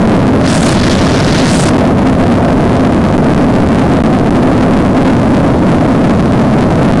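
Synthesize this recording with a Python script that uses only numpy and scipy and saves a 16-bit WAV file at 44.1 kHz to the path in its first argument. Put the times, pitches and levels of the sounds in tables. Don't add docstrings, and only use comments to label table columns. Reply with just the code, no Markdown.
import sys
import numpy as np
from scipy import signal
from scipy.fft import rfft, irfft, next_fast_len
from scipy.io import wavfile
from scipy.ndimage import uniform_filter1d, map_coordinates

SR = 44100
rng = np.random.default_rng(int(sys.argv[2]) if len(sys.argv) > 2 else 0)


def master_out(mix):
    frames = np.transpose(np.atleast_2d(mix))
    ceiling = np.clip(frames, -1, 1)
    pcm = np.round(ceiling * 32767).astype(np.int16)
    wavfile.write(sys.argv[1], SR, pcm)


def boost(x):
    u = np.asarray(x, float) / 20
    return 10 ** u


N = 308683


def unit(x):
    return x / np.sqrt(np.mean(x ** 2) + 1e-20)


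def along(points, hz):
    point_hz, value = np.transpose(points)
    return np.interp(np.log(hz + 1), np.log(point_hz + 1), value)


def wobble(rate):
    knots = rng.standard_normal(int(N * rate / SR) + 4)
    return map_coordinates(knots, [np.arange(N) * rate / SR])


def filtered(x, response):
    size = next_fast_len(N + 8192)
    spectrum = rfft(x, size) * response(np.fft.rfftfreq(size, 1 / SR))
    return irfft(spectrum, size)[..., :N]


def rush(spectrum):
    return unit(filtered(rng.standard_normal(N), lambda hz: boost(along(spectrum, hz))))


# frequency_hz, density_db (per Hz)
HULL_BOOM = [(20, -9.5), (70, -4.5), (90, -1.5), (120, -5), (170, -1.5), (255, -1.5), (305, -5.5),
             (350, -11), (480, -16), (690, -13.5), (790, -27.5), (1200, -30.5), (2000, -49), (4000, -46.5),
             (11000, -66)]


def slipstream():
    gust_db = 0.17 * wobble(2.965) + 0.65 * wobble(14) + 0.65 * wobble(70)
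    return boost(gust_db) * rush(HULL_BOOM)


# multiple (of the blade rate), level_db
BLADE_TONES = [
    (1, -10),
    (2, -10.5),
]


def propellers():
    blade_hz, hunting_hz = 131, 0.5
    turns = np.cumsum(blade_hz + hunting_hz * wobble(1.5)) / SR
    tones = 0
    for multiple, level_db in BLADE_TONES:
        tones = tones + boost(level_db + 0.8 * wobble(2.52)) * np.sin(2 * np.pi * multiple * turns)
    return tones


# frequency_hz, density_db (per Hz)
WIDE_GAP = [(600, -3), (1500, 4), (2500, -4.5), (4300, 0), (5500, -1), (7200, -11.5), (11000, -46)]
# frequency_hz, density_db (per Hz)
NARROW_GAP = [(1000, 1.5), (2500, -7.5), (5000, -5.5), (8500, 3), (10000, -1.5), (12000, -31)]
# start_s, length_s, thin_share (of the thin high hiss, 0-1)
PINCHED_GAPS = [
    (0.507, 0.21, 0.7),
    (1.49, 0.21, 0.68),
]
# middle_s, rise_db, half_width_s
FLOW_SURGES = [
    (.89, 3, 0.085),
    (1.38, 2.5, 0.12),
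]


def jet():
    open_s, shut_s, flow_db = 0.458, 1.69, -13
    rise_db_per_s, fall_db_per_s = 420, 650
    glide_s, pinch_db = 0.11, 5.5
    t = np.arange(N) / SR
    opening_db = rise_db_per_s * (t - open_s)
    shutting_db = fall_db_per_s * (shut_s - t)
    valve_db = np.minimum(0, np.minimum(opening_db, shutting_db))
    thin = 0.05
    for start_s, length_s, share in PINCHED_GAPS:
        inside_s = np.minimum(t - start_s, start_s + length_s - t)
        thin = thin + share * np.clip(0.5 + inside_s / glide_s, 0, 1)
    thin = np.clip(thin, 0, 1)
    surge_db = sum(rise_db * np.exp(-((t - s) / width_s) ** 2) for s, rise_db, width_s in FLOW_SURGES)
    level_db = flow_db + valve_db + pinch_db * thin + surge_db
    hiss = np.sqrt(1 - thin) * rush(WIDE_GAP) + np.sqrt(thin) * rush(NARROW_GAP)
    return boost(level_db + 0.52 * wobble(23)) * hiss


# middle_s, length_s
PRESSURE_BUMPS = [
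    (0.471, 0.005),
    (.891, 0.0056),
    (1.778, 0.0061),
    (3.173, 0.0067),
    (3.343, 0.0058),
    (3.791, 0.0051),
    (4.029, .008),
    (4.301, 0.0052),
    (6.919, 0.0045),
]


def bumps():
    t = np.arange(N) / SR
    return boost(11) * sum(np.exp(-(2 * (t - s) / length_s) ** 4) for s, length_s in PRESSURE_BUMPS)


def scene():
    return boost(2.0) * (slipstream() + propellers() + jet() + bumps())[None]


def stored(over, share):
    total = np.cumsum(np.where(over > 0, share * over, over))
    return total - np.minimum.accumulate(np.minimum(total, 0))


def sticking(x, top, share_up, share_down, slew):
    up = stored(x - top, share_up)
    down = stored(-x - top, share_down)
    goal = np.where(up > down, top, np.where(down > 0, -top, x))
    return signal.lfilter([slew], [1, slew - 1], goal)


def capped(x, top, hardness):
    return x / (1 + np.abs(x / top) ** hardness) ** (1 / hardness)


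def slope_grain(x):
    slope = np.sqrt(np.abs(uniform_filter1d(np.gradient(x, axis=1) ** 2, size=40)))
    return filtered(boost(-9) * slope * rng.standard_normal(N), lambda hz: hz < 12200)


# lower_edge_hz, threshold_db (relative to the usual level)
TREBLE_SLICES = [(12500, -4), (14300, -2), (15300, -.5)]


def treble_gate(x):
    wander_db = 3 * wobble(32)
    for edge_hz, open_db in TREBLE_SLICES:
        high = filtered(x, lambda hz: hz > edge_hz)
        power = np.abs(uniform_filter1d(high ** 2, size=600)) + 1e-16
        usual = np.exp(uniform_filter1d(np.log(power), size=8000))
        loud_enough = power > usual * boost(open_db + wander_db) ** 2
        kept = uniform_filter1d(1.0 * loud_enough, size=128)
        x = x - (1 - kept) * high
    return x


def band_limit(x):
    return signal.sosfilt(signal.butter(12, 16470, fs=SR, output="sos"), x)


# frequency_hz, gain_db
BAND_EDGE = [(8000, -0.5), (9600, 0), (10500, -0.5), (11300, -7), (12300, -17.5), (15700, -12),
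             (15950, -60)]


def record(dry):
    squared = sticking(dry[0] + 0.1, top=0.55, share_up=0.019, share_down=0.004, slew=0.39)[None]
    sagging = filtered(squared, lambda hz: 1j * hz / (108 + 1j * hz))
    drift = 0.0089 + boost(-25.5) * rush([(12, 5), (28, -6), (45, 0), (70, -70.0)])
    ceiling = capped(sagging + drift, top=0.714, hardness=30.0)
    grainy = ceiling + slope_grain(ceiling)
    edged = filtered(grainy, lambda hz: boost(along(BAND_EDGE, hz) - BAND_EDGE[0][1]))
    finished = treble_gate(edged)
    return band_limit(finished)


dry = scene()
out = record(dry)
master_out(out)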